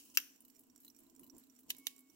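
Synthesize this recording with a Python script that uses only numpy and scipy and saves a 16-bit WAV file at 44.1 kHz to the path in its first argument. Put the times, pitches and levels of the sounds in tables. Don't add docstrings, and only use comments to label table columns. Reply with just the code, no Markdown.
import sys
import numpy as np
from scipy import signal
from scipy.fft import rfft, irfft
from scipy.io import wavfile

SR = 44100
rng = np.random.default_rng(int(sys.argv[2]) if len(sys.argv) > 2 else 0)


def wav_record(signal):
    frames = np.transpose(np.atleast_2d(signal))
    bounded = np.clip(frames, -1, 1)
    quanta = np.round(bounded * 32767).astype(np.int16)
    wavfile.write(sys.argv[1], SR, quanta)


def to_linear_factor(level_db):
    exponent = np.asarray(level_db, float) / 20
    return 10 ** exponent


N = 94815
MID_SIDE = np.array([[1], [-1]])


def rms_one(x):
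    return x / np.sqrt(np.mean(x ** 2) + 1e-20)


def at_hz(points, hz):
    table_hz, value = np.transpose(points)
    return np.interp(np.log(hz), np.log(table_hz), value)


def pan(db):
    half_db = np.asarray(db) / 2
    return to_linear_factor(np.array([half_db, -half_db]))


def train(s, gains):
    out = np.full((2, N), 1e-18)
    index = np.clip((np.ravel(s) * SR).astype(int), 0, N - 1)
    for c in (0, 1):
        np.add.at(out[c], index, np.ravel(gains[c]))
    return out


def ring(clicks, hz, t60_s):
    r, w = to_linear_factor(-60 / (t60_s * SR)), 2 * np.pi * hz / SR
    return signal.lfilter([0, np.sin(w)], [1, -2 * r * np.cos(w), r * r], clicks)


def fade(clicks, t60_s):
    return signal.lfilter([1], [1, -to_linear_factor(-60 / (t60_s * SR))], clicks)


def coloured(spectrum, likeness=None):
    hz = np.maximum(np.arange(N // 2 + 1) * SR / N, 1)
    mid, side = rfft(rng.standard_normal((2, N)))
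    alike = 0 if likeness is None else np.clip(at_hz(likeness, hz), -1, 1)
    pair = np.sqrt(1 + alike) * mid + np.sqrt(1 - alike) * side * MID_SIDE
    return rms_one(irfft(pair * to_linear_factor(at_hz(spectrum, hz)), N))


def drift(rate_hz):
    r = np.exp(-2 * np.pi * rate_hz / SR)
    warm_up = 9000
    walk = signal.lfilter([1], [1, -2 * r, r * r], rng.standard_normal(N + warm_up))
    return rms_one(walk[warm_up:])


def dulled(x):
    return signal.sosfilt(signal.cheby1(10, 1, 15850, fs=SR, output="sos"), x)


# (frequency [Hz], density [dB per Hz])
DRONE = [(15, -48.5), (25, -31.5), (188, -23.5), (257, 3), (377, -20.5), (457, -14), (516, -33.5),
         (647, -23.5), (1600, -35.5), (2080, -64.5), (3520, -120)]
# (frequency [Hz], width [Hz], level [dB])
DUCT_MODES = [(242, 25, -84.5), (276, 17, -77.5), (331.5, 29, -81.5), (436, 78, -92), (1005, 71, -92),
              (650, 26, -95)]
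# (frequency [Hz], density [dB per Hz])
AIR_HISS = [(710, -39), (1200, -4), (5180, -8.5), (5650, -2.5), (6370, -9.5), (7330, 5.5), (10700, -16),
            (11800, -4.5), (16000, -1.5)]
# (frequency [Hz], left-right likeness [0 to 1])
DRONE_LIKENESS = [(60, 0.2), (290, 0.7), (640, 0.14), (1400, .02)]
# (time [s], level [dB])
AIRFLOW = [
    (0.0, -63.5),
    (0.731, -73.5),
    (1.39, -66.5),
    (1.61, -86),
    (1.69, -58),
    (1.72, -68.5),
    (2.15, -77),
]


def ventilation():
    ducts = 0
    for hz, width_hz, db in DUCT_MODES:
        mid, side = ring(rng.standard_normal((2, N + 4000)), hz, 2.3 / width_hz)[:, 4000:]
        ducts = ducts + to_linear_factor(db) * rms_one(mid + 0.36 * side * MID_SIDE)
    s, db = np.transpose(AIRFLOW)
    flow_db = np.interp(np.arange(N) / SR, s, db - db.mean())
    ducts = ducts * to_linear_factor(0.44 * flow_db + 4.8 * drift(6.7))
    rumble = to_linear_factor(-71) * coloured(list(DRONE) + [(3000, -71.5)], DRONE_LIKENESS)
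    hiss = dulled(coloured([(500, -43.5)] + list(AIR_HISS)))
    hiss = to_linear_factor(-76 + 2.2 * drift(5.7)) * hiss
    return (ducts + rumble) * pan(-2.5)[:, None] + hiss * pan(-4.5)[:, None]


# (time [s], level [dB])
RUB_LEVEL = [(0, -59.5), (0.041, -64), (.12, -68.5), (0.136, -73), (0.152, -49.5), (0.171, -61), (.3, -82),
             (0.451, -82), (1.678, -83), (1.699, -49), (1.76, -79), (1.85, -71), (1.87, -53),
             (1.999, -88.5), (2.15, -72.5)]
# (frequency [Hz], density [dB per Hz])
RUB_SPECTRUM = [(1180, -59.5), (2000, -31), (2610, -10), (3140, -4), (3250, -18), (5820, -5), (14500, -8.5),
                (15800, -2), (16500, -29.5)]


def fingers():
    s, db = np.transpose(RUB_LEVEL)
    level = to_linear_factor(np.interp(np.arange(N) / SR, s, db) + 1.6 * drift(89))
    hiss = dulled(coloured(RUB_SPECTRUM))
    case_mode = rms_one(ring(rng.standard_normal((2, N)), 2750, 0.0069))
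    return level * (hiss + to_linear_factor(-15.5) * case_mode)


# (frequency [Hz], density [dB per Hz])
TICK_SPECTRUM = [(2000, -24.5), (4600, -15.5), (5700, -11.5), (7400, -3), (10400, -8), (12000, 2.5),
                 (15500, 1.5)]


def watch(ticks, modes, lr_db, ring_db, hiss_db, hiss_t60_s, tail_db, next_s, next_db):
    s, db = np.transpose(ticks)
    s, db = np.append(s, s + next_s), np.append(db, db + next_db)
    sides = pan(lr_db)[:, None]
    hits = train(s + 0.00026, sides * to_linear_factor(db))
    grit = rms_one(rng.standard_normal((2, N)) + rng.standard_normal(N))
    luck_db = 5.5 * rng.standard_normal((len(s), len(modes)))
    plates = 0
    for k, (hz, level_db, t60_s) in enumerate(modes):
        clicks = train(s, sides * to_linear_factor(db + ring_db + level_db + luck_db[:, k]))
        plates = plates + ring(grit * fade(clicks, 0.016), hz, t60_s)
    noise = coloured(TICK_SPECTRUM)
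    puff = to_linear_factor(hiss_db - 3) * fade(hits, 0.00067) * noise
    tail = to_linear_factor(hiss_db) * fade(hits, hiss_t60_s) + to_linear_factor(tail_db) * fade(hits, 0.12)
    return plates + puff + tail * dulled(noise)


# (time [s], peak [dB])
D_TICKS = [(0.0521, -53), (0.449, -50), (0.635, -59), (0.833, -56), (0.8472, -46.5), (0.8796, -69),
           (1.034, -58), (1.0596, -70), (1.2323, -52), (1.2417, -55), (1.4368, -58.5), (1.6323, -60),
           (1.8387, -80)]
# (frequency [Hz], level [dB], t60 [s])
D_MODES = [(2943, -13.5, 0.054), (4040, -5.5, 0.023), (4600, -22, 0.027), (12500, -17, 0.015),
           (14600, -12, 0.019), (15400, -8, 0.011)]


def movement_d():
    return watch(D_TICKS, D_MODES, lr_db=-1.5, ring_db=-26.5, hiss_db=-4, hiss_t60_s=0.045,
                 tail_db=-19, next_s=0.032, next_db=-5.5)


# (time [s], peak [dB])
A_TICKS = [
    (0.099, -60),
    (0.3009, -62),
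    (0.4997, -57.5),
    (0.6994, -65.5),
    (0.8996, -58),
    (1.0979, -60.5),
    (1.2978, -58),
    (1.498, -62.5),
    (2.099, -59.5),
]
# (frequency [Hz], level [dB], t60 [s])
A_MODES = [(5920, -8.5, 0.036), (5720, -3.5, 0.024), (7100, -12.5, 0.022), (8600, -15, 0.012)]


def movement_a():
    return watch(A_TICKS, A_MODES, lr_db=-10.5, ring_db=-17.5, hiss_db=-7.5, hiss_t60_s=0.056,
                 tail_db=-22, next_s=-0.00028, next_db=-8.5)


def strike(rows, modes, colour, rattle_s, loss_db, modes_db, crack_db, crack_t60_s, after_db, after_t60_s,
           tail_db, thump_db, spike_db, cut_hz):
    s, db, lr_db = np.transpose(rows)
    sides = pan(lr_db)
    steps = np.arange(6) / 5
    when = s[:, None] + .001 + rattle_s * (steps + rng.uniform(0, .15, (len(s), 6)))
    out, hum = 0, 0
    for hz, level_db, t60_s, lean_db in modes:
        hum = hum + to_linear_factor(level_db) * rms_one(ring(rng.standard_normal((2, N)), hz, t60_s / 2))
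        size_db = db[:, None] + modes_db + level_db - loss_db * steps
        size = to_linear_factor(size_db + rng.normal(0, 0.37, when.shape))
        lean = pan(lean_db + rng.normal(0, 1))[:, None]
        clicks = train(when, sides[:, :, None] * size * rng.choice([-1, 1], when.shape))
        out = out + lean * ring(clicks, hz, min(t60_s, 0.07))
    hits, noise = train(s + 0.0013, sides * to_linear_factor(db)), coloured(colour)
    hum = rms_one(hum) + 0.97 * noise
    out = out + to_linear_factor(crack_db) * fade(hits, crack_t60_s) * noise[0]
    out = out + to_linear_factor(after_db) * fade(hits, after_t60_s) * hum * to_linear_factor(1.9 * drift(280))
    room = fade(fade(hits, 0.42), 0.017) / (0.0066 * SR)
    out = out + to_linear_factor(tail_db) * room * dulled(hum)
    out = out + to_linear_factor(spike_db) * ring(train(s + .0016, sides * to_linear_factor(db)), 9000, 0.00029)
    out = signal.sosfilt(signal.butter(8, cut_hz, "high", fs=SR, output="sos"), out)
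    thump = ring(hits, 880, .0022)
    out = out + to_linear_factor(thump_db) * signal.sosfilt(signal.butter(2, 70, "high", fs=SR, output="sos"), thump)
    left_lag_s = -.00016
    out[0] = np.interp(np.arange(N) - left_lag_s * SR, np.arange(N), out[0])
    return out


# (time [s], peak [dB], left-right [dB])
CASE_TOUCHES = [
    (0.149, -48.5, 4),
    (0.199, -38, -7),
    (1.6996, -45, 13),
    (1.7052, -35.5, 2.5),
    (1.747, -51, -8.5),
    (1.903, -52, -1),
]
# (time [s], peak [dB], left-right [dB])
BOW_KNOCKS = [
    (1.7024, -23.5, -4.5),
    (1.8677, -22.5, -8),
]
# (frequency [Hz], level [dB], t60 [s], left-right [dB])
BOW_MODES = [(1800, -11, 0.0086, -6), (3000, -0.5, 0.023, -0.5), (3810, -0.5, 0.01, 3),
             (4700, -5, 0.0042, 3.5), (6010, -6, 0.01, -7), (7250, -6, 0.012, 2.5),
             (9000, -12.5, 0.017, -1.5), (11990, -1.5, 0.013, -3), (13160, -3.5, 0.012, 4),
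             (14400, -2, .012, -8)]
# (frequency [Hz], density [dB per Hz])
KNOCK_SPECTRUM = [(710, -45), (1200, -12.5), (6020, -6), (9030, -7.5), (12100, -6), (14900, -8.5),
                  (16500, -19)]


def touches_and_knocks():
    return strike(list(BOW_KNOCKS) + list(CASE_TOUCHES), BOW_MODES, KNOCK_SPECTRUM, rattle_s=.0022,
                  loss_db=12.5, modes_db=-13.0, crack_db=-4, crack_t60_s=0.0033, after_db=-18.5,
                  after_t60_s=0.043, tail_db=-35.5, thump_db=-14, spike_db=1.0, cut_hz=1750)


# (time [s], peak [dB], left-right [dB])
CROWN_SNAPS = [
    (0.1712, -6, 1.5),
]
# (frequency [Hz], level [dB], t60 [s], left-right [dB])
CASE_MODES = [(999, -19.5, 0.046, -3), (1660, -4, .011, 3), (2723, -2.5, 0.032, 7), (3050, -4, 0.018, -0.5),
              (4790, -16, 0.05, 7.5), (5460, -15, 0.065, -1.5), (5710, 2, 0.018, -3), (6120, -0.5, 0.02, 5),
              (7560, -11, 0.058, -1), (9480, -3.5, 0.02, 2.5), (11880, -4.5, 0.02, -9.5),
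              (12800, -11.5, .04, 4), (13700, -12, .03, 4.5), (14300, -4.5, 0.02, -8.5)]
# (frequency [Hz], density [dB per Hz])
SNAP_SPECTRUM = [(470, -55.5), (1200, -44), (1590, -21), (2840, -9.5), (3600, -21.5), (5840, -11.5),
                 (8600, -19), (15100, -8), (16500, -29)]


def crown_snap():
    return strike(CROWN_SNAPS, CASE_MODES, SNAP_SPECTRUM, rattle_s=.002, loss_db=49, modes_db=-16.0,
                  crack_db=-12.5, crack_t60_s=0.0092, after_db=-20, after_t60_s=0.047, tail_db=-35.5,
                  thump_db=-59.5, spike_db=2.0, cut_hz=1160)


# (time [s], peak [dB])
B_TICKS = [
    (0.3508, -61),
    (0.5486, -53.5),
    (0.7504, -64.5),
    (0.9476, -56),
    (1.1499, -55),
    (1.3485, -58),
    (1.55, -58),
    (1.949, -66),
]
# (time [s], peak [dB])
B_DROPS = [
    (0.3598, -57),
    (0.5638, -53.5),
    (0.76, -52),
    (0.964, -54),
    (1.1626, -57.5),
    (1.366, -52.5),
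    (1.5634, -58),
    (1.7662, -47),
    (1.9627, -52.5),
]
# (frequency [Hz], level [dB], t60 [s])
B_MODES = [(2384, -21, 0.047), (5740, -7, 0.045), (7360, 0, 0.01), (7450, -4.5, 0.0089), (8840, -12, 0.023)]


def movement_b():
    ticks = watch(B_TICKS, B_MODES, lr_db=-12.5, ring_db=-26.0, hiss_db=-11, hiss_t60_s=0.017,
                  tail_db=-28.0, next_s=0.01, next_db=-7.0)
    drops = watch(B_DROPS, B_MODES, lr_db=-9.5, ring_db=-26.0, hiss_db=-6.5, hiss_t60_s=0.02,
                  tail_db=-19.5, next_s=0.018, next_db=-8)
    return ticks + drops


# (time [s], peak [dB])
C_TICKS = [
    (0.405, -52.5),
    (0.5922, -51.5),
    (0.8017, -52),
    (0.9881, -52.5),
    (1.1941, -51.5),
    (1.3809, -50.5),
    (1.5894, -52),
    (1.7828, -48),
    (1.9902, -51),
]
# (frequency [Hz], level [dB], t60 [s])
C_MODES = [(3030, -22, 0.052), (9050, -1, .012), (10100, 1.5, 0.017), (11440, -1.5, 0.02),
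           (15000, -17, 0.012)]


def movement_c():
    return watch(C_TICKS, C_MODES, lr_db=-2.0, ring_db=-24.0, hiss_db=-7.5, hiss_t60_s=0.057,
                 tail_db=-15.0, next_s=0.015, next_db=-10)


# (struck [s], frequency [Hz], level [dB], t60 [s])
BELL_PARTIALS = [
    (1.74, 2214, -70.5, 1.7),
    (1.80, 2214.5, -66, .3),
    (1.80, 1112, -77, 1.3),
]


def bell():
    t, rise_s = np.arange(N) / SR, 0.035
    out = 0
    for s, hz, db, t60_s in BELL_PARTIALS:
        swell = (t > s) * (1 - np.exp(-np.abs(t - s) / rise_s))
        out = out + to_linear_factor(db - 60 * (t - s) / t60_s) * swell * np.sin(2 * np.pi * hz * t)
    return out * pan(-3.4)[:, None]


def scene():
    held_watch = fingers() + touches_and_knocks() + crown_snap()
    movements = movement_d() + movement_a() + movement_b() + movement_c()
    return ventilation() + held_watch + movements + bell()


def top_cut(x):
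    return signal.sosfilt(signal.butter(12, 16660, fs=SR, output="sos"), x)


def record(dry):
    mix = signal.sosfilt(signal.cheby2(22, 70, 16750, fs=SR, output="sos"), dry)
    return top_cut(mix)


dry = scene()
out = record(dry)
wav_record(out)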